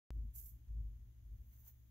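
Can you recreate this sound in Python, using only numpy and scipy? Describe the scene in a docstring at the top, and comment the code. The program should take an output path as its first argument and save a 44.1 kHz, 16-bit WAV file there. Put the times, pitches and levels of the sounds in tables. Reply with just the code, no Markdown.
"""A hand squeezes a soft foam ball close to the microphone, holds it and lets go.
Sliding skin is a fine, bright hiss: dense random grains mixed with smooth noise.
Fingers peel off with a fainter, duller rustle, and a thin band of hiss glides upwards.
Behind it a quiet room hums and bumps softly, and a deep wandering tone swells three times."""
import sys
import numpy as np
from scipy import signal
from scipy.fft import rfft, irfft, next_fast_len
from scipy.io import wavfile
from scipy.ndimage import uniform_filter1d, map_coordinates

SR = 44100
rng = np.random.default_rng(int(sys.argv[2]) if len(sys.argv) > 2 else 0)


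def wav_record(signal):
    """Record a signal, one row per channel, as 16-bit PCM in the file named by sys.argv[1]."""
    frames = np.transpose(np.atleast_2d(signal))
    bounded = np.clip(frames, -1, 1)
    # unit amplitude maps onto the largest positive 16-bit level
    quanta = np.round(bounded * 32767).astype(np.int16)
    wavfile.write(sys.argv[1], SR, quanta)


N = 83790
START_S = .1055  # silence before this moment

# how strong the deep room rumble is over time: start_s, level_db
RUMBLE_LEVELS = [(.105, -49.5), (.15, -42), (.195, -39.5), (.235, -45.5), (.29, -45.5), (.32, -61),
                 (.38, -53.5), (.46, -58), (.56, -56.5), (.66, -71), (.7, -43), (.745, -45.5), (.79, -40.5),
                 (.9, -47.5), (1.0, -57), (1.08, -57.5), (1.13, -73), (1.17, -64.5), (1.24, -63),
                 (1.28, -53), (1.345, -48), (1.375, -66), (1.41, -49), (1.46, -63.5), (1.9, -80)]


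def amp(db):
    """Turn decibels into a gain."""
    return 10 ** (np.asarray(db) / 20)


def unit(x):
    """Scale a sound to an average strength (rms) of 1."""
    return x / np.sqrt(np.mean(x ** 2) + 1e-20)


def along(points, hz):
    """Read a value at each frequency from (Hz, value) points on a log axis."""
    point_hz, value = np.transpose(points)
    return np.interp(np.log(hz + 1), np.log(point_hz + 1), value)


def curves(rows):
    """Give one value per sample for each column after the time."""
    s, *columns = np.transpose(rows)
    return [np.interp(np.arange(N) / SR, s, column) for column in columns]


def wobble(rate):
    """Draw a smooth random curve through `rate` random points a second."""
    points = rng.standard_normal(N // 8)
    return map_coordinates(points, [np.arange(N) * rate / SR + 2], mode="wrap")


def filtered(x, response):
    """Multiply the spectrum of x by a function of frequency."""
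    m = next_fast_len(N + SR // 2)
    return irfft(rfft(x, m) * response(np.fft.rfftfreq(m, 1 / SR)), m)[..., :N]


def coloured(x, colour):
    """Shape the spectrum of x by a colour table, at rms 1."""
    return unit(filtered(x, lambda hz: amp(along(colour, hz))))


def noise(colour, side_db):
    """Make stereo noise of rms 1; a stronger side signal sounds wider."""
    mid, side = coloured(rng.standard_normal((2, N)), colour)
    return unit(np.array([mid + amp(side_db) * side, mid - amp(side_db) * side]))


def tone(hz, wander_hz, rate):
    """Make a low drone of rms 1 whose pitch wanders."""
    turns = np.cumsum(hz + wander_hz * wobble(rate)) / SR
    turns = turns - turns[int(START_S * SR)]  # begin at the lowest point of the wave
    return -np.sqrt(2) * np.cos(2 * np.pi * turns)


def swelling(s, half_s, db):
    """Make a bell-shaped rise and fall of level around a moment."""
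    return amp(db) * np.exp(-.5 * ((np.arange(N) / SR - s) / half_s) ** 2)


def panned(x, right):
    """Balance left against right differently at each frequency, at rms 1."""
    halves = np.array([[-.5], [.5]])  # half the difference on each side
    return unit(filtered(x, lambda hz: amp(along(right, hz) * halves)))


def microphone_hiss():
    """Shape steady random noise into the hiss of the microphone."""
    # tone colour: pitch_hz, relative_db per Hz
    hiss_colour = [(300, 0.5), (1200, -2), (1900, 1), (2600, -1.5), (3400, 0), (4300, -6), (5800, -5),
                   (6600, 3.5), (7500, -10.5), (9300, -12.5), (11800, 1), (14200, 2), (15400, 2.5)]
    # right side over left: pitch_hz, difference_db
    hiss_right = [(400, -1), (1500, -2), (4000, -2.5), (8000, -6), (11000, -1), (15000, 3)]
    return amp(-79.5) * panned(noise(hiss_colour, side_db=0.5), hiss_right)


def air():
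    """Shape random noise into the steady, mostly low sound of the room's air."""
    # tone colour: pitch_hz, relative_db per Hz
    air_colour = [(15, -9), (40, 0.5), (100, -1), (135, -11), (180, -7.5), (280, -13), (450, -29),
                  (800, -34), (1200, -37.5), (2500, -47)]
    return amp(-73) * noise(air_colour, side_db=-5)


def hum():
    """Add low tones of slightly wandering pitch that grow a little with the rumble."""
    # steady tones: pitch_hz, level_db (while the rumble is at its average dB)
    hum_tones = [(64.6, -62), (115, -68)]
    grows = 0.12  # dB per dB of rumble
    rumble_db, = curves(RUMBLE_LEVELS)
    growth_db = grows * (rumble_db - rumble_db.mean())
    return sum(amp(db + growth_db) * tone(hz, wander_hz=0.75, rate=16) for hz, db in hum_tones)


def rumble():
    """Swell a deep tone of wandering pitch, with low noise that rises along with it."""
    # colour of the noise around the tone: pitch_hz, relative_db per Hz
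    swell_colour = [(15, -1.5), (30, -0.5), (55, 3.5), (90, 4), (115, 3.5), (145, -15.5), (250, -19.5),
                    (400, -29), (800, -51.5), (2000, -68)]
    full_swell_db, grows = -53.5, 0.61  # noise level at the loudest rumble; dB per dB of rumble
    level_db, = curves(RUMBLE_LEVELS)
    boom = amp(level_db) * tone(52.3, wander_hz=1.8, rate=39)
    swell_db = full_swell_db + grows * (level_db - level_db.max())
    return boom + amp(swell_db) * noise(swell_colour, side_db=-14.5)


def bumps():
    """Make muffled bumps, each a short swell of noise in a narrow low band."""
    # soft low bumps: middle_s, half_length_s, level_db, pitch_hz
    bump_rows = [(0.176, 0.016, -69.5, 272), (0.244, 0.016, -63.5, 193), (0.373, .015, -77.5, 175),
                 (0.586, 0.018, -76, 268), (1.235, .02, -61, 95), (1.35, 0.0079, -54, 88)]
    width = 0.18  # share of the pitch
    total = 0
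    for s, half_s, db, pitch_hz in bump_rows:
        band = filtered(rng.standard_normal(N),
                        lambda hz: 1 / (1 + ((hz - pitch_hz) / (width * pitch_hz)) ** 2))
        total = total + swelling(s, half_s, db) * unit(band)
    return total


def room():
    """Add up the room's sounds, leaning slightly to the left."""
    return (rumble() + hum() + bumps() + air()) * amp([[.8], [-.8]])


def echo(x):
    """Answer with a small room's echo: a fading burst of random reflections."""
    fade_s = 0.2  # time to fall by 60 dB
    t = np.arange(SR // 3) / SR
    tail = rng.standard_normal((2, len(t))) * amp(-60 * t / fade_s) * (t > .004)
    return signal.fftconvolve(x, tail / np.linalg.norm(tail[0]), axes=1)[:, :N]


def nearby(x):
    """Add early reflections from the palm and things close by, different on each side."""
    fade_s, level_db = 0.046, -4  # time to fall by 60 dB; strength beside the direct sound
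    t = np.arange(SR // 25) / SR
    taps = rng.standard_normal((2, len(t))) * amp(-60 * t / fade_s)
    taps = taps * (t > .0003)  # none before the palm answers
    taps = taps / np.linalg.norm(taps, axis=1, keepdims=True)
    return x + amp(level_db) * signal.fftconvolve(x, taps, axes=1)[:, :N]


def slips(colour, flutter_db):
    """Mix dense grains, as skin sticks and slips, with smooth rubbing noise."""
    slips_per_s, smooth_share = 2800, .35  # share of the power that is smooth noise
    hit = (rng.random(N) < slips_per_s / SR).astype(float)
    grain_level = np.sqrt(np.abs(uniform_filter1d(hit, size=6)))  # each grain lasts 6 samples
    grains = unit(grain_level * rng.standard_normal((2, N)))
    smooth = rng.standard_normal((2, N))
    rub = np.sqrt(1 - smooth_share) * grains + np.sqrt(smooth_share) * smooth
    return unit(coloured(rub, colour) * amp(flutter_db * wobble(220)))


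def whistle():
    """Glide a faint narrow band of hiss upwards, like a sibilance as the grip relaxes."""
    # path of the band: start_s, pitch_hz, level_db (before the left-right balance)
    glide = [(1.22, 11090, -102), (1.275, 11800, -85.5), (1.315, 13740, -95), (1.35, 14330, -85),
             (1.4, 14750, -102)]
    width_hz = 400
    hz, level_db = curves(glide)
    low_noise = filtered(rng.standard_normal((2, N)), lambda f: 1 / (1 + (f / width_hz) ** 2))
    carrier = np.sin(2 * np.pi * np.cumsum(hz) / SR)  # lifts the low noise to the gliding pitch
    return unit(low_noise * carrier) * amp(level_db) * amp([[-2], [2]])


def skin():
    """Swell short, duller rustles as skin comes unstuck or the grip shifts."""
    # patches of skin unsticking: middle_s, half_length_s, level_db (before the balance)
    peels = [(1.545, 0.032, -85), (1.61, 0.019, -90), (1.655, 0.015, -85), (1.682, .015, -78)]
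    # small shifts of the grip: middle_s, half_length_s, level_db (before the balance)
    shifts = [(0.684, 0.0043, -83), (1.057, 0.007, -105), (1.284, 0.014, -101)]
    # tone colour: pitch_hz, relative_db per Hz
    rustle_colour = [(200, -18), (600, -5), (850, 2), (1150, -5), (1500, -2), (2100, -2.5), (2700, -7.5),
                     (3400, -7), (5000, -8), (8000, -12), (15000, -20)]
    level = sum(swelling(*touch) for touch in [*peels, *shifts])
    return level * slips(rustle_colour, flutter_db=2) * amp([[2], [-2]])


def slide(stroke, colour, right):
    """Slide skin over foam: slips with close reflections follow the friction level."""
    level_db, = curves(stroke)
    return panned(nearby(slips(colour, flutter_db=1.0)), right) * amp(level_db)


def release():
    """Ease the fingers out and peel them off with a second rush of slips."""
    # friction: start_s, level_db
    stroke = [(1.22, -100), (1.33, -78.5), (1.49, -74), (1.54, -65.5), (1.57, -67.5), (1.6, -64.5),
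              (1.635, -66.5), (1.668, -59.5), (1.685, -53.5), (1.702, -63), (1.74, -74.5), (1.9, -80.5)]
    # tone colour: pitch_hz, relative_db per Hz
    colour = [(300, -34), (2000, -40), (5400, -27), (6400, -9.5), (7700, -19.5), (8400, -26),
              (10000, -16.5), (11700, -6.5), (13000, -2), (14000, -2.5), (14800, -0.5), (15400, 0.5)]
    # right side over left: pitch_hz, difference_db
    right = [(2000, 6), (6500, -10), (9000, 0.5), (12000, 5), (15000, 4)]
    return slide(stroke, colour, right)


def squeeze():
    """Slide the fingers inwards with a quick, bright rush of slips."""
    # friction: start_s, level_db
    stroke = [(.322, -92), (.34, -66.5), (.36, -48.5), (.372, -53), (.384, -50), (.399, -52.5),
              (.418, -55.5), (.454, -57), (.462, -53), (.472, -57.5), (.497, -58.5), (.518, -68.5),
              (.545, -73.5), (.59, -84), (.66, -100)]
    # tone colour: pitch_hz, relative_db per Hz
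    colour = [(300, -46), (1500, -29.5), (4000, -28), (5200, -19.5), (6200, -12), (7500, -9.5),
              (8500, -17.5), (11000, -4.5), (12000, -3.5), (13000, 1.5), (14300, 0.5), (15400, -3)]
    # right side over left: pitch_hz, difference_db
    right = [(2000, -5.5), (6500, -1), (9000, 1), (12000, 5.5), (15000, 3.5)]
    return slide(stroke, colour, right)


def scene():
    """Put the hand and the ball, with their echo, in front of the room."""
    hand = squeeze() + release() + skin() + whistle()
    return hand + amp(-14) * echo(hand) + room()


def record(dry):
    """Add microphone hiss, open after a moment of silence and cut steeply above the top pitch."""
    top_hz = 15740
    live = (dry + microphone_hiss()) * (np.arange(N) / SR >= START_S)
    return signal.sosfilt(signal.ellip(14, .1, 80, top_hz, fs=SR, output="sos"), live)


dry = scene()
out = record(dry)
wav_record(out)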